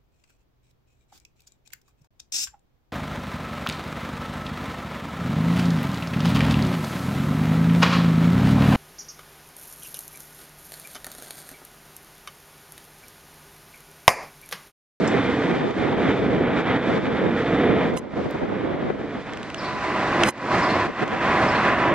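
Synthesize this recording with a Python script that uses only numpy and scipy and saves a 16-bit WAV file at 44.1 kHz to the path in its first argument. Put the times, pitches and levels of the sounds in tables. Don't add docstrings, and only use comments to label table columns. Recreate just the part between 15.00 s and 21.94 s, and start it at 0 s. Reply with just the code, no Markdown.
import sys
import numpy as np
from scipy import signal
from scipy.fft import rfft, irfft, next_fast_len
from scipy.io import wavfile
from scipy.ndimage import map_coordinates

SR = 44100
rng = np.random.default_rng(int(sys.argv[2]) if len(sys.argv) > 2 else 0)


def put_to_file(sound):
    columns = np.atleast_2d(sound).T
    safe = np.clip(columns, -1, 1)
    whole_steps = np.round(safe * 32767)
    wavfile.write(sys.argv[1], SR, whole_steps.astype(np.int16))


N = 306054


def amp(db):
    return 10 ** (np.asarray(db) / 20)


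def unit(x):
    return x / np.sqrt(np.mean(x ** 2) + 1e-20)


def along(points, hz):
    f, v = np.transpose(points)
    return np.interp(np.log(hz + 1), np.log(f + 1), v)


def clock():
    return np.arange(N) / SR


def curves(rows):
    times, *columns = np.transpose(rows)
    return [np.interp(clock(), times, column) for column in columns]


def wobble(rate):
    return map_coordinates(rng.standard_normal(int(N * rate / SR) + 4), [clock() * rate])


def filtered(x, response):
    size = next_fast_len(N + SR // 4)
    return irfft(rfft(x, size) * response(np.fft.rfftfreq(size, 1 / SR)), size)[..., :N]


def tone(hz):
    return np.sqrt(2) * np.sin(2 * np.pi * (np.cumsum(hz) / SR + rng.random()))


def rush(spectrum, coherence, shocks_per_s=0, shock_share=0):
    def mid_side(hz):
        angle = np.arccos(np.clip(along(coherence, hz), -1, 1)) / 2
        return amp(along(spectrum, hz)) * [np.cos(angle), np.sin(angle)]

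    pair = rng.standard_normal((2, N))
    shocks = (rng.random(N) < shocks_per_s / SR) * rng.rayleigh(size=N)
    pair[0] = np.sqrt(1 - shock_share) * pair[0] + np.sqrt(shock_share) * unit(shocks)
    mid, side = filtered(pair, mid_side)
    return unit(np.array([mid + side, mid - side]))


# (time [s], rumble level [dB], rasp level [dB], hiss level [dB])
ROAR_LEVELS = [(0, -22.5, -32, -46), (.15, -24, -27.5, -49.5), (.23, -22.5, -28, -48.5),
               (.3, -21, -24.5, -45.5), (.38, -22.5, -29.5, -49), (.58, -27.5, -32, -52.5),
               (.72, -28, -32.5, -50.5), (.82, -23.5, -29.5, -50.5), (.95, -25, -31.5, -55),
               (1.09, -21.5, -28, -51.5), (1.2, -22.5, -31.5, -53), (1.33, -20, -31, -53),
               (1.4, -21.5, -32, -54.5), (1.48, -19.5, -28, -57), (1.6, -24, -27.5, -50.5),
               (1.71, -20.5, -25, -53), (1.81, -24.5, -30.5, -54.5), (1.96, -22, -28, -48.5),
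               (2.1, -27.5, -33, -56), (2.3, -21.5, -30.5, -54), (2.45, -23.5, -30, -51.5),
               (2.67, -17.5, -26.5, -53.5), (2.76, -22.5, -31.5, -57.5), (2.82, -21, -27.5, -54),
               (2.87, -24, -31.5, -54), (2.95, -27, -37, -57.5), (3.28, -31.5, -38.5, -55.5),
               (3.56, -32.5, -37.5, -60.5), (3.73, -30, -35.5, -59.5), (4.02, -34, -41.5, -60),
               (4.17, -30, -36, -56), (4.23, -38, -38.5, -55), (4.29, -34.5, -33.5, -53.5),
               (4.36, -38, -39.5, -56), (4.52, -37, -36.5, -51.5), (4.63, -33.5, -31.5, -47.5),
               (4.77, -32, -29, -46), (5.0, -27.5, -26.5, -45.5), (5.25, -23, -23, -41.5),
               (5.48, -26.5, -24.5, -42), (5.66, -21.5, -21, -39), (5.86, -27, -26.5, -45.5),
               (6.0, -28, -24, -45.5), (6.3, -24, -22, -43.5), (6.47, -22.5, -22, -40.5),
               (6.56, -23.5, -21, -42.5), (6.64, -25, -22, -43), (6.72, -23.5, -20.5, -44),
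               (6.82, -22.5, -21.5, -44.5), (6.94, -23.5, -24, -51)]
# (time [s], bright share of the power [0-1])
BRIGHT_SHARE = [(0, 0), (2.9, 0.06), (3.4, 0.15), (4.3, 0.2), (4.8, 1)]
# (frequency [Hz], relative level [dB])
RUMBLE_DARK = [(15, -65.5), (25, -26.5), (43, -21), (105, -10.5), (135, -5.5), (155, -7), (180, -3),
               (240, -2), (285, 0.5), (384, -6.5), (420, -3), (495, -3), (606, -13.5), (679, -9),
               (750, -18.5), (980, -42), (1650, -120)]
RUMBLE_BRIGHT = [(15, -56), (25, -19.5), (128, -4.5), (157, -5), (214, -0.5), (251, -1.5), (343, 0.5),
                 (449, -6), (623, -1.5), (750, -9), (980, -17.5), (1650, -120)]
RASP_DARK = [(440, -40.5), (750, -2), (1080, -6), (1210, -5), (2020, -6.5), (2400, -10), (2700, -17.5),
             (3100, -15.5), (3570, -16.5), (3720, -19), (4730, -42.5), (8010, -120)]
RASP_BRIGHT = [(440, -32), (750, -2.5), (902, -9), (997, -1.5), (1360, -7), (1970, -7.5), (2310, -13.5),
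               (2530, -13), (3110, -20.5), (3640, -22), (4730, -70.5), (8010, -120)]
HISS_SPECTRUM = [(3000, -31), (3900, -2.5), (5100, -8), (6000, -12), (8000, -19), (9500, -27),
                 (11000, -37.5), (12500, -110)]
# (frequency [Hz], coherence [0-1])
COHERENCE_DARK = [(1500, 0.99), (3200, .96), (7000, .55)]
COHERENCE_BRIGHT = [(60, 1), (190, 1), (400, 1), (1000, 1), (1800, 0.95), (3200, 0.83), (7000, 0.2)]

def exhaust():
    rumble_db, rasp_db, hiss_db = curves(ROAR_LEVELS)
    bright, = curves(BRIGHT_SHARE)
    blend = lambda dark, light: np.sqrt(1 - bright) * dark + np.sqrt(bright) * light
    flutter_db = wobble(42) * (1 - 0.44 * bright)
    rumble = blend(rush(RUMBLE_DARK, COHERENCE_DARK, shocks_per_s=190, shock_share=0.18),
                   rush(RUMBLE_BRIGHT, COHERENCE_BRIGHT))
    rasp = blend(rush(RASP_DARK, COHERENCE_DARK, shocks_per_s=400, shock_share=0.21),
                 rush(RASP_BRIGHT, COHERENCE_BRIGHT))
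    hiss = rush(HISS_SPECTRUM, COHERENCE_BRIGHT, shocks_per_s=38, shock_share=0.05)
    roar = (rumble * amp(rumble_db + flutter_db)
            + rasp * amp(rasp_db + flutter_db)
            + hiss * amp(hiss_db + 1.2 * flutter_db))
    swell_db = 0.72 * wobble(16)
    return roar * amp(swell_db)


# (frequency [Hz], bandwidth [Hz], level re the rasp [dB])
FAN_BANDS = [(2380, 75, -19.5), (3560, 60, -22.5)]

def fan(end_s=3.5, release_s=.7):
    _, rasp_db, _ = curves(ROAR_LEVELS)
    facing = np.clip((end_s - clock()) / release_s, 0, 1)
    bands = np.zeros(N)
    for hz, width_hz, db in FAN_BANDS:
        fading = amp(db + 2 * wobble(6))
        bands += fading * wobble(width_hz) * tone(hz + 20 * wobble(30))
    return facing * amp(rasp_db) * bands


# (time [s], level [dB], half length [s])
GUSTS = [(0.047, -26, 0.066), (0.157, -24, .035), (0.287, -29, 0.034), (0.501, -25, .045),
         (0.638, -23, 0.074), (0.814, -23.5, .035), (.923, -19, .002), (.93, -24, 0.082), (1.095, -25, .04),
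         (1.22, -26.5, 0.057), (1.358, -24.5, .07), (1.566, -26, 0.062), (1.71, -27, 0.044),
         (1.96, -22, 0.063), (2.109, -26, 0.056), (2.248, -21.5, 0.037), (2.73, -23.5, .04),
         (2.829, -25.5, 0.046), (2.925, -25.5, 0.066), (3.054, -25, 0.058), (3.138, -23, .004),
         (3.187, -24.5, 0.017), (3.249, -25, 0.043), (3.353, -21, .008), (3.427, -23, .025),
         (3.518, -26, .04), (3.63, -27, .05), (3.724, -24, 0.06), (3.829, -20.5, .003),
         (3.872, -24.5, 0.043), (3.903, -15, 0.002), (3.99, -31.5, 0.054), (4.175, -31, 0.022),
         (4.36, -36.5, 0.069), (4.753, -39, 0.047), (5.891, -20, .013), (6.048, -21, 0.023),
         (6.13, -24.5, .03), (6.722, -35, .04), (6.916, -32, 0.031)]
# (frequency [Hz], relative level [dB])
GUST_SPECTRUM = [(20, -32), (45, -16.5), (86, -11), (130, -3), (180, 0), (290, 0.5), (480, -2), (600, -5),
                 (800, -11), (1000, -14.5), (2000, -25.5), (3000, -36), (6000, -57), (12000, -120)]
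BREEZE_SPECTRUM = [(20, -26), (45, -5), (90, 3.5), (160, 2.5), (400, -17.5), (1200, -60.5), (5000, -120)]

def wind(buffet_db=2.5, buffets_per_s=70, breeze_db=-44.5):
    power = sum(amp(db) ** 2 * np.exp(-((clock() - s) / half_s) ** 2) for s, db, half_s in GUSTS)
    buffets = amp(buffet_db * np.array([wobble(buffets_per_s), wobble(buffets_per_s)]))
    gusts = np.sqrt(power) * unit(buffets * rush(GUST_SPECTRUM, coherence=[(60, 0)]))
    return gusts + amp(breeze_db) * rush(BREEZE_SPECTRUM, coherence=[(60, .1)])


def decay(start_s, t60):
    return (clock() >= start_s) * amp(-60 * np.abs(clock() - start_s) / t60)


# (frequency [Hz], relative level [dB])
SCUFF_SPECTRUM = [(4300, -40), (5200, 0), (6300, -7), (7000, -3), (8000, -6), (8400, -17), (9300, -20),
                  (10000, -70)]

def scuff(start_s=.0767, level_db=-33):
    snap = decay(start_s, t60=.03)
    tail = amp(-14) * decay(start_s, t60=.3)
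    return amp(level_db) * (snap + tail) * rush(SCUFF_SPECTRUM, coherence=[(6000, 0.57)])


# (time [s], level [dB], left minus right [dB])
TICKS = [(.709, -29, 0), (2.9395, -32, 0), (2.973, -16.5, -13), (3.310, -36, -5), (4.335, -26.5, 0),
         (4.3725, -24.5, 0), (4.430, -25.5, 0), (4.5012, -23, 0), (4.5445, -17.5, 0), (5.2343, -1.2, 0),
         (5.2366, -8, 0), (5.379, -18, 0), (6.079, -16, 0)]
# (frequency [Hz], level [dB], decay time T60 [s])
CASE_MODES = [(520, -8, .0061), (1450, -3.5, .005), (2550, 1.5, .0038), (3050, 2.5, .0038),
              (3600, -3, .0034), (4770, -10, .003), (6050, -6.5, .0018), (7500, -9, .0019),
              (10200, -17, .0015)]
# (frequency [Hz], gain [dB])
CASE_ROLL_OFF = [(11500, -0.5), (13000, -46)]

def case_ticks(chatter_t60=0.011):
    ticks = np.zeros((2, N + SR))
    t = np.arange(SR // 20) / SR
    ring = sum((-1) ** k * amp(db - 60 * t / t60) * np.sin(2 * np.pi * hz * t)
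               for k, (hz, db, t60) in enumerate(CASE_MODES))
    for s, db, pan_db in TICKS:
        noise = rng.standard_normal(len(t)) + 0.45 * rng.standard_normal((2, len(t)))
        chatter = noise * amp(-60 * t / chatter_t60)
        tick = signal.fftconvolve(chatter, ring[None], axes=1)[:, :len(t)]
        gains = amp(db + pan_db * np.array([[.5], [-.5]]))
        start = round(s * SR)
        ticks[:, start:start + len(t)] += gains * tick / np.abs(tick).max()
    return filtered(ticks[:, :N], lambda hz: amp(along(CASE_ROLL_OFF, hz)))


# (time [s], depth [dB], hold [s])
DIPS = [(0.713, 4, 0.02), (1.116, 3, 0.027), (1.607, 4, 0.02), (1.979, 4, 0.026), (2.971, 10, 0.1),
        (5.293, 21, 0.0078), (5.866, 8.5, 0.067), (6.035, 10, 0.018), (6.145, 5.5, 0.024)]

def dips(fall_s=0.011, recovery_db_per_s=102):
    gain_db = np.zeros(N)
    for s, depth_db, hold_s in DIPS:
        times = np.cumsum([s, fall_s, hold_s, depth_db / recovery_db_per_s])
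        gain_db += np.interp(clock(), times, [0, -depth_db, -depth_db, 0])
    return amp(gain_db)


# (time of peak [s], level [dB], rise time [s])
MOTOR_RUNS = [(2.974, -31, .011), (5.289, -25.5, .056)]
# (multiple of the step rate [1], relative level [dB])
STEP_HARMONICS = [(1, 2), (2, -3.5), (3, -8), (4, -9), (5, -10.5), (6, -9.5), (7, -11.5), (8, -10), (9, -8),
                  (10, -11), (11, -11)]
# (frequency [Hz], relative level [dB])
GEAR_MODES = [(3900, -7), (5080, -2), (6520, -1), (7920, 0), (9400, -4), (10500, -2), (11800, -4)]

def lens_motor(step_hz=1021, run_s=.018, stop_s=.009, ramp_db=23, sag_db=11):
    envelope = np.zeros(N)
    for s, db, rise_s in MOTOR_RUNS:
        t = clock() - s
        ramps = np.maximum(-t / rise_s, 0) + np.maximum((t - run_s) / stop_s, 0)
        envelope += amp(db - ramp_db * ramps - sag_db * np.clip(t / run_s, 0, 1))
    rate_hz = step_hz * (1 + .007 * wobble(300))
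    phase = 2 * np.pi * np.cumsum(rate_hz) / SR
    unevenness = amp(4.5 * wobble(400))
    steps = unevenness * sum(amp(db) * np.cos(k * phase) for k, db in STEP_HARMONICS)
    gears = sum(amp(db) * wobble(250) * tone(hz + 60 * wobble(300)) for hz, db in GEAR_MODES)
    scrape = rush(spectrum=[(200, -45), (900, 11), (4000, -13), (11500, -19), (13000, -80)],
                  coherence=[(1000, 0.55)])
    chirr = unit(steps) + amp(-7) * unit(gears) + amp(-9) * scrape
    return envelope * chirr * amp([[-3.5], [2.5]])


def pin_tick(start_s=3.3095, level_db=-38):
    burst = decay(start_s, t60=.009) * rng.standard_normal(N)
    return amp(level_db) * burst * amp([[-6], [2]])


# (time [s], pitch [Hz], level re the rasp [dB])
WHINE_COURSE = [(4.52, 1007, -26), (4.68, 1005, -5.5), (4.8, 1000, -12), (4.89, 1000, -4), (5.2, 1001, -8),
                (5.3, 998, -15), (5.5, 995, -6), (5.66, 992, -10), (5.85, 991, -4), (5.93, 990, -22),
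                (6.18, 995, -18), (6.34, 992, -12), (6.56, 987, -10), (6.72, 990, -19), (6.85, 990, -8),
                (6.94, 962, -6)]
# (multiple of the pitch [1], level [dB])
WHINE_PARTIALS = [(.645, -18), (1, -0.5), (.82, -14.5), (1.09, -15.5), (1.13, -8.5), (1.495, -14),
                  (2, -14.5), (2.14, -19)]

def whine(waver_share=.0055, scatter_db=-7):
    pitch_hz, level_db = curves(WHINE_COURSE)
    _, rasp_db, _ = curves(ROAR_LEVELS)
    direct = lambda hz: tone(hz * (1 + waver_share * wobble(70)))
    scattered = lambda hz: amp(scatter_db) * wobble(45) * tone(hz)
    tones = sum(amp(db) * (direct(k * pitch_hz) + scattered(k * pitch_hz)) for k, db in WHINE_PARTIALS)
    begun = clock() > WHINE_COURSE[0][0]
    return begun * amp(rasp_db + level_db) * tones


# (time [s], level [dB])
BIRD_CALLS = [(4.577, -42.5), (5.625, -38), (6.479, -41)]
# (delay [s], rise [s], fall [s], first pitch [Hz], top pitch [Hz], last pitch [Hz])
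CALL_NOTES = [(0, .009, .024, 4700, 5450, 3800), (.054, .026, .014, 3200, 4550, 3200)]

def bird(roughness_hz=170, echo_db=1.5, echo_t60=.45):
    song = np.zeros(N)
    for s, db in BIRD_CALLS:
        for delay, rise, fall, *pitches_hz in CALL_NOTES:
            times = np.cumsum([s + delay, rise, fall])
            arch = np.interp(clock(), times, [0, 1, 0])
            pitch_hz = np.interp(clock(), times, pitches_hz) + roughness_hz * wobble(700)
            song += amp(db) * np.sqrt(arch) * tone(pitch_hz)
    t = np.arange(SR // 2) / SR
    tail = rng.standard_normal((2, len(t))) * amp(-60 * t / echo_t60)
    echoes = signal.fftconvolve(song[None], tail / np.linalg.norm(tail[0]), axes=1)[:, :N]
    return song + amp(echo_db) * echoes


def scene():
    sources = exhaust() + fan() + wind() + scuff() + case_ticks() + pin_tick() + whine() + bird()
    return dips() * sources + lens_motor()


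# (frequency [Hz], left minus right [dB])
PORT_BALANCE = [(60, -4), (150, -1.5), (400, -2.5), (1200, -0.5), (3000, -0.5), (8000, -2)]

def record(dry, lag_s=4.2e-5, top_hz=16000):
    sides = np.array([[.5], [-.5]])
    balance = lambda hz: amp(sides * along(PORT_BALANCE, hz))
    delay = lambda hz: np.exp(-2j * np.pi * hz * lag_s * sides)
    return filtered(dry, lambda hz: balance(hz) * delay(hz) * (hz < top_hz))


dry = scene()
out = record(dry)
put_to_file(out)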